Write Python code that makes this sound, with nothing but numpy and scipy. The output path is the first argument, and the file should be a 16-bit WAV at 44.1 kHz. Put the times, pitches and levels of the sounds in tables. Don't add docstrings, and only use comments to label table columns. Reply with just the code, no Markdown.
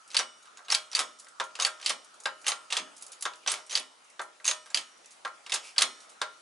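import sys
import numpy as np
from scipy import signal
from scipy.fft import rfft, irfft
from scipy.io import wavfile
from scipy.ndimage import uniform_filter1d

SR = 44100
rng = np.random.default_rng(int(sys.argv[2]) if len(sys.argv) > 2 else 0)


def persist_wave(psi):
    counts = np.round(np.clip(psi, -1, 1) * 32767).astype(np.int16)
    wavfile.write(sys.argv[1], SR, np.atleast_2d(counts).T)


N = 282681

# frequency in Hz, relative level in dB.
HUSH_COLOUR = [(18, -36), (60, -15), (110, -23), (200, -9), (600, -0.5), (1100, 1), (1900, -3), (3300, -7),
               (6200, -8), (11000, -12.5)]
# time in seconds, drone level in dB, hush level in dB.
HUSH_LEVELS = [(0, -64, -58), (1.2, -64, -58.5), (3.1, -69.5, -55.5), (4.3, -88, -59), (5.15, -86, -57),
               (6.3, -65, -56.5)]
# frequency in Hz, likeness (1 = the same).
HUSH_SAME = [(60, 0.8), (200, 0.38), (500, 0.055), (1400, 0.033), (4000, 0.37), (11000, 0.63)]
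DRONE_HZ, DRONE_OCTAVES = 1325, 0.11

# frequency in Hz, time to fade by 60 dB in seconds.
SHOP_FADE = [(200, 0.61), (600, 0.24), (1500, 0.23), (4000, 0.14), (10000, 0.16)]
SHOP_DB = -8

# start in seconds, level in dB before the soft onset.
BUMPS = [(0.191, -52.5), (0.992, -49), (1.9, -49.5), (2.791, -43.5), (2.87, -75), (3.519, -55.5),
         (3.777, -50.5), (4.758, -51), (5.539, -63), (5.829, -42)]
BUMP_HZ, BUMP_OCTAVES = 290, 0.43
BUMP_T60, BUMP_RISE = 0.2, 0.02

# time in seconds, level in dB.
SLIDE_LEVELS = [(5.56, -66), (5.611, -57), (5.65, -47), (5.69, -47), (5.73, -59), (5.77, -78)]
# frequency in Hz, relative level in dB.
SLIDE_COLOUR = [(400, -37), (1180, -6.5), (1690, -15), (2530, 3), (3680, -9), (4850, -4.5), (11000, -10)]

# frequency in Hz, relative level in dB, time to fade by 60 dB in seconds.
FRAME_MODES = [(2245, -11, .2), (2966, -15, .5), (3080, -11, .2), (3257, -9, .25), (3390, -10, .2),
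               (3455, -10, .25), (3580, -24, .7), (3736, -22, .5), (3890, -14, .2), (4190, -13, .35),
               (4883, -18, .3), (5346, -17, .45), (5631, -24, .9), (6465, -11, .3), (6670, -16, .35),
               (7870, -12, .25), (8430, -21, .7), (8662, -15, .45), (10530, -20, .4)]
FRAME_DB = -17
THICKET_DB, THICKET_T60 = -24.5, 0.42

# start in seconds, clack level in dB, thud against it in dB,
# tink against it in dB, pin pitch in Hz, basic rattle fade in seconds.
KNOCKS = [(.103, -45.5, -19, -4, 5500, .07), (.114, -44, -12, -1, 4430, 0.071),
          (.133, -45.5, -6, -15, 6200, .07), (.145, -22.5, -8.5, -12, 5200, 0.048),
          (.19, -22, -2.5, -8, 5830, 0.068), (0.455, -55.5, 0, -2, 3100, .07),
          (.471, -55, -11, -13, 2880, .06), (.572, -49.5, -2, -1.5, 6700, 0.078),
          (.59, -61.5, 14.5, -5, 1890, 0.097), (0.763, -42, 0, -16, 4690, .058),
          (0.93, -31, -15, -25, 4860, 0.06), (0.976, -40.5, 8, 1, 3000, 0.11),
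          (.991, -22, -4, -0.5, 4960, 0.08), (1.268, -52.5, 0, -10.5, 1910, .051),
          (1.553, -36, -7.5, -9, 2740, 0.07), (1.589, -45, 12.5, 1.2, 2920, 0.088),
          (1.622, -24, -6, -3.5, 6500, 0.055), (1.666, -28.5, 0.5, 3, 3050, 0.032),
          (1.798, -47, -1, -9, 3340, .063), (1.813, -40.5, -8, -5, 5800, .042),
          (1.827, -37.5, -11, -12, 3150, 0.07), (1.894, -23, -5.5, -3, 3260, 0.077),
          (2.459, -42, -31, -25, 6030, .09), (2.466, -25, -6.5, -2, 3010, 0.067),
          (2.48, -25, -6, 1.5, 6410, 0.11), (2.518, -19, -9, -33, 4100, 0.029),
          (2.724, -21.5, -9.5, -9, 3460, 0.062), (2.752, -35.5, -1, -4, 2880, 0.068),
          (2.767, -22.5, -6.5, -7.5, 3390, 0.084), (2.868, -66, 17.5, -5, 1900, 0.076),
          (3.129, -51.5, -15, -2.2, 6800, 0.095), (3.224, -35.5, -9, 11, 10700, 0.04),
          (3.335, -43.5, -6, -10.5, 3000, 0.034), (3.435, -58, -6, -14, 2400, .1),
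          (3.462, -35.5, 3, -13, 3330, 0.09), (3.475, -21.5, -11.5, -7.5, 5980, 0.073),
          (3.517, -36.5, 3, 12, 10500, 0.064), (3.54, -34.5, -5, -3, 2210, 0.051),
          (3.773, -26, -13, -10, 3260, 0.083), (3.797, -45, -12, -2, 10070, 0.071),
          (4.4, -53.5, 6, -31, 1940, 0.056), (4.453, -25.5, -9, -7, 6540, 0.031),
          (4.478, -21, -11, -5, 6440, 0.087), (4.512, -21.5, -7.5, -4, 3800, 0.03),
          (4.659, -53, 4, 1, 5200, 0.11), (4.702, -50.5, 2, 2, 7300, 0.096),
          (4.772, -25, -12.5, -5.5, 3120, 0.082), (5.045, -57, -18, -1.2, 3450, .051),
          (5.276, -49, -11, -2, 2030, 0.061), (5.463, -38, -6.5, -14, 2860, .062),
          (5.52, -24.5, -8.5, -5, 3650, 0.11), (5.539, -29.5, -3, 9, 6570, 0.066),
          (5.557, -26.5, -9.5, -28, 3820, 0.047), (5.808, -28.5, -3, 3, 4930, 0.048),
          (5.819, -17, -6.5, -2.5, 3360, 0.065)]
# start in seconds, thud level in dB, clack and pin against the thud in dB.
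STOPS = [(1.399, -22, -3.5), (2.256, -22.5, -2), (3.253, -23.5, -1), (4.194, -24.5, -10),
         (5.249, -25.5, -8.5), (6.215, -23.5, -1)]
STOP_PIN_HZ, STOP_T60 = 3590, 0.054
STOP_TINK_DB, STOP_TINK_SLOPE = -12.5, 1.4
# start in seconds, pin level in dB, pin pitch in Hz,
# thud against the pin in dB, basic rattle fade in seconds.
SNAPS = [(.167, -14, 4550, -28, 0.083), (.702, -21, 4600, -12, 0.06), (.722, -14.5, 5500, -9.5, 0.037),
         (0.7437, -17.5, 3940, -28, 0.03), (0.7482, -9.5, 4680, -24.5, 0.03), (.95, -16, 4590, -21.5, 0.09),
         (1.649, -13.5, 4500, -13, 0.057), (1.861, -16, 4600, -23, 0.074), (3.753, -15, 4615, -17.5, 0.072),
         (4.745, -16, 4760, -19, 0.066), (5.781, -11, 4700, -18.5, 0.049), (5.787, -23, 4200, -10, 0.13)]
SNAP_CLACK_DB, SNAP_TINK_DB = -5, -10
# start in seconds, clack level in dB,
# brightness in dB (tink up and thud down), pin pitch in Hz.
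SLACK = [(0.647, -57, -6, 6470), (.683, -40.5, -5.5, 2850), (.713, -30.5, 3.5, 6370),
         (.915, -43.5, 1, 5800), (1.598, -28, 1, 2990), (1.844, -41.5, -1.5, 7340), (2.443, -46, -5, 2440),
         (2.703, -36, -1, 2780), (3.497, -28, -1, 8300), (3.695, -42.5, 3, 5900), (3.709, -36.5, 3, 3120),
         (3.726, -35.5, -4, 6440), (4.444, -36.5, 3, 2540), (4.463, -33, 8.5, 6450),
         (5.107, -63.5, 18, 6540), (5.495, -39, -2, 2250), (5.762, -44, -8, 3320), (6.003, -55, 9, 5750),
         (6.094, -60, 13.5, 6600)]
SLACK_THUD_DB, SLACK_TINK_DB, SLACK_PIN_DB = -7.5, -4, -4
SLACK_T60 = 0.18
# start in seconds, tink level in dB, pitch in Hz.
TICKS = [(.077, -50, 8200), (.427, -52.5, 6670), (1.188, -47, 5700), (1.197, -41, 6800),
         (1.245, -50.5, 5270), (1.284, -48.5, 6800), (1.439, -43, 6480), (2.045, -51, 6700),
         (2.142, -51, 6840), (2.201, -43.5, 6800), (2.236, -44, 6640), (2.415, -49, 6790),
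         (2.965, -45, 5150), (2.981, -48.5, 6800), (3.011, -46, 6960), (3.023, -35.5, 10700),
         (3.065, -40, 6980), (3.119, -38.5, 10500), (3.209, -38, 9960), (3.356, -50, 10190),
         (3.664, -49, 8600), (4.045, -57.5, 6740), (4.099, -52, 8100), (4.215, -39.5, 7700),
         (4.974, -57, 5780), (5.058, -48, 5900)]
TICK_THUD_DB, TICK_CLACK_DB, TICK_PIN_DB = -28, -17, -10
TICK_T60 = 0.077

# frequency in Hz, level in dB.
PIN_LEVEL = [(2000, 6.5), (3000, -2), (5000, -7.5), (6400, -2), (10000, 6)]
# frequency in Hz, fade-time factor.
PIN_RING = [(2000, 0.66), (4600, 0.71), (5900, 1.7), (6450, 2.44), (6900, 1.2), (10000, 1.16)]
# frequency in Hz, relative level in dB.
THUD_COLOUR = [(30, -37), (150, -33.5), (300, -20), (550, -7), (900, -6), (1200, 0), (1520, -17),
               (1800, -9.5), (2400, -18), (4000, -52)]
CLACK_BAND, TINK_BAND = (3290, 0.65), (8260, 0.7)
# fade-time factor, rise in seconds.
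PARTS = [(1.92, 0.005), (1.25, 0.0011), (1.295, 0.00086)]
# frequency in Hz, relative level
# after a dull knock in dB, the same after a bright knock in dB, time to fade by 60 dB in seconds.
LEVER_MODES = [(619, -24, -20, .5), (822, -9, -11, .13), (985, -14, -13, .28), (1071, -14, -15, .2),
               (1170, -11, -7, .13), (1273, -21, -11, .5), (1357, -6, -12, .3), (1385, -6, -11, .33),
               (1483, -9, -9, .1), (1565, 3, -11, .15), (1640, 1, -9, .07), (1816, -19, -12, .45)]
LEVER_DB, LEVER_SPREAD_DB = -9, 2.2

# frequency in Hz, left minus right in dB,
# left lead in radians.
LEAN = [(300, -.4, .25), (2000, -.5, .35), (5000, -1.5, .1), (10000, -1.9, .1)]
BEND = 0.03
CEILING = 1.5
EDGE_HZ = 11030


def gain_of(db):
    return 10 ** (np.asarray(db) / 20)


def evened(x):
    return x / np.sqrt(np.mean(x ** 2) + 1e-20)


def read(points, hz):
    f, value = np.transpose(points)
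    return np.interp(np.log(hz + 1), np.log(f + 1), value)


def coloured(x, db_points):
    hz = np.fft.rfftfreq(x.shape[-1], 1 / SR)
    return irfft(rfft(x) * gain_of(read(db_points, hz)), x.shape[-1])


def bell(hz, centre_hz, octaves):
    return np.exp(-.5 * (np.log2((hz + 1) / centre_hz) / octaves) ** 2)


def hush():
    frames, hz = N // 256 + 5, np.fft.rfftfreq(1024, 1 / SR)
    a, b, c, d, patches = rng.standard_normal((frames, 513, 5)).T
    patches = uniform_filter1d(patches, size=14, axis=0)
    patches = evened(uniform_filter1d(patches, size=12, axis=1))
    same = np.clip(read(HUSH_SAME, hz), -1, 1)[:, None]
    left, other = a + 1j * b, c + 1j * d
    right = same * left + np.sqrt(1 - same ** 2) * other
    spectra = np.array([left, right]) * gain_of(read(HUSH_COLOUR, hz)[:, None] + 2.2 * patches)

    s, *level_db = np.transpose(HUSH_LEVELS)
    bands = (bell(hz, DRONE_HZ, DRONE_OCTAVES)[:, None], 1)
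    out = np.zeros((2, N))
    for db, band in zip(level_db, bands):
        sound = signal.istft(spectra * band, nperseg=1024, noverlap=768)[1][:, :N]
        out += gain_of(np.interp(np.arange(N) / SR, s, db)) * evened(sound)
    return out


def shop(x):
    taps = np.zeros((2, SR // 2))
    at = np.arange(120, SR // 2 - 20, 20) + rng.integers(0, 20, (2, (SR // 2 - 121) // 20))
    np.put_along_axis(taps, at, rng.choice([-1., 1.], at.shape), 1)
    taps[1] = .25 * taps[0] + .95 * taps[1]
    hz, t, spectra = signal.stft(taps, SR, nperseg=256)
    fade = gain_of(-60 * t / read(SHOP_FADE, hz)[:, None])
    tail = signal.istft(spectra * fade, SR, nperseg=256)[1]
    tail /= np.linalg.norm(tail, axis=1, keepdims=True)
    return gain_of(SHOP_DB) * signal.fftconvolve(x[None], tail, axes=1)[:, :N]


def bumps():
    t, hz = np.arange(N) / SR, np.fft.rfftfreq(N, 1 / SR)
    low = irfft(rfft(rng.standard_normal(N)) * bell(hz, BUMP_HZ, BUMP_OCTAVES), N)
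    swell = np.zeros(N)
    for s, db in BUMPS:
        since = np.maximum(t - s, 0)
        swell += gain_of(db - 60 * since / BUMP_T60) * (1 - np.exp(-since / BUMP_RISE))
    return evened(low) * swell


def slide():
    s, db = np.transpose(SLIDE_LEVELS)
    uneven = evened(uniform_filter1d(rng.standard_normal(N), size=80))
    grit = rng.standard_normal(N) * gain_of(0.99 * uneven)
    level = gain_of(np.interp(np.arange(N) / SR, s, db, -140, -140))
    return level * evened(coloured(grit, SLIDE_COLOUR))


def frame(x):
    t, luck = np.arange(SR) / SR, rng.random((170, 3))
    thicket = [(1900 * 9.4 ** a, THICKET_DB - 8 * b, THICKET_T60 * (.5 + c)) for a, b, c in luck]
    modes = FRAME_MODES + thicket
    turns = rng.random((len(modes), 1)) + 0.078 * rng.standard_normal((len(modes), 2))
    ring = np.zeros((2, SR))
    for (hz, db, t60), turn in zip(modes, turns):
        ring += gain_of(db - 60 * t / t60) * np.sin(2 * np.pi * (hz * t + turn[:, None]))
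    ring /= np.linalg.norm(ring[0])
    return gain_of(FRAME_DB) * signal.fftconvolve(x[None], ring, axes=1)[:, :N]


def blows():
    out = []
    for s, db, sharp in STOPS:
        tink_db = db + STOP_TINK_DB + STOP_TINK_SLOPE * sharp
        out.append((s, db, db + sharp, tink_db, STOP_PIN_HZ, db + sharp, STOP_T60))
    for s, db, hz, thud, t60 in SNAPS:
        out.append((s, db + thud, db + SNAP_CLACK_DB, db + SNAP_TINK_DB, hz, db, t60))
    for s, db, thud, tink, hz, t60 in KNOCKS:
        out.append((s, db + thud, db, db + tink, hz, db + read(PIN_LEVEL, hz), t60))
    for s, db, bright, hz in SLACK:
        thud_db, tink_db = db + SLACK_THUD_DB - bright, db + SLACK_TINK_DB + bright
        out.append((s, thud_db, db, tink_db, hz, db + SLACK_PIN_DB, SLACK_T60))
    for s, db, hz in TICKS:
        out.append((s, db + TICK_THUD_DB, db + TICK_CLACK_DB, db, hz, db + TICK_PIN_DB, TICK_T60))
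    return out


def knocks():
    size = 16384
    t, hz = np.arange(size) / SR, np.fft.rfftfreq(size // 2, 1 / SR)
    rattle, rings = np.zeros((2, N + size))
    colours = [gain_of(read(THUD_COLOUR, hz)), bell(hz, *CLACK_BAND), bell(hz, *TINK_BAND)]
    lever_hz, dull_db, bright_db, lever_t60 = np.transpose(LEVER_MODES)[:, :, None]
    lever = gain_of(-60 * t / lever_t60) * np.sin(2 * np.pi * lever_hz * t)
    lever *= 1 - np.exp(-t / .0012)

    u = t[:size // 2]
    first_hit = 1 + 2.08 * np.exp(-u / 0.0017)
    for s, *part_db, pin_hz, pin_db, t60 in blows():
        noise = rng.standard_normal((3, len(u)))
        t60, at = max(t60, .005), round(s * SR)
        short, long = slice(at, at + len(u)), slice(at, at + size)

        bounce = evened(uniform_filter1d(noise[1], size=50)) * (1 - np.exp(-u / 0.0025))
        grit = rfft(noise[0] * gain_of(3.65 * bounce))
        for db, colour, (slower, rise) in zip(part_db, colours, PARTS):
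            fade = gain_of(db - 4 - 60 * u / (slower * t60)) * (1 - np.exp(-u / rise))
            rattle[short] += fade * first_hit * evened(irfft(grit * colour))

        pin_t60 = 0.31 * t60 * abs(read(PIN_RING, pin_hz))
        fade = gain_of(pin_db + 7.0 - 60 * u / pin_t60) * (1 - np.exp(-u / 0.0005))
        rings[short] += fade * np.sin(2 * np.pi * pin_hz * u)

        dull = np.clip(1.6 + (part_db[0] - part_db[1]) / 5, 0, 1)
        mode_db = (dull * dull_db + (1 - dull) * bright_db)[:, 0]
        mode_db += LEVER_SPREAD_DB * noise[2, :len(LEVER_MODES)]
        signs = np.sign(noise[2, -len(LEVER_MODES):])
        rings[long] += (gain_of(part_db[0] + LEVER_DB + mode_db) * signs) @ lever
    return rattle[:N], rings[:N]


def scene():
    rattle, rings = knocks()
    jack = rattle + rings + slide() + bumps()
    hz, (at_hz, lean_db, lead) = np.fft.rfftfreq(N, 1 / SR), np.transpose(LEAN)
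    half = gain_of(np.interp(hz, at_hz, lean_db) / 2) * np.exp(.5j * np.interp(hz, at_hz, lead))
    near = irfft(rfft(jack + frame(rattle)) * np.array([half, 1 / half]), N)
    return near + shop(jack) + hush()


def record(dry):
    bent = CEILING * np.tanh((dry + BEND * dry ** 2) / CEILING)
    thin = signal.sosfilt(signal.butter(1, 120, "high", fs=SR, output="sos"), bent)
    low_pass = signal.firwin(301, EDGE_HZ, window=("kaiser", 3), fs=SR)
    return signal.oaconvolve(thin, low_pass[None], "same")


dry = scene()
out = record(dry)
persist_wave(out)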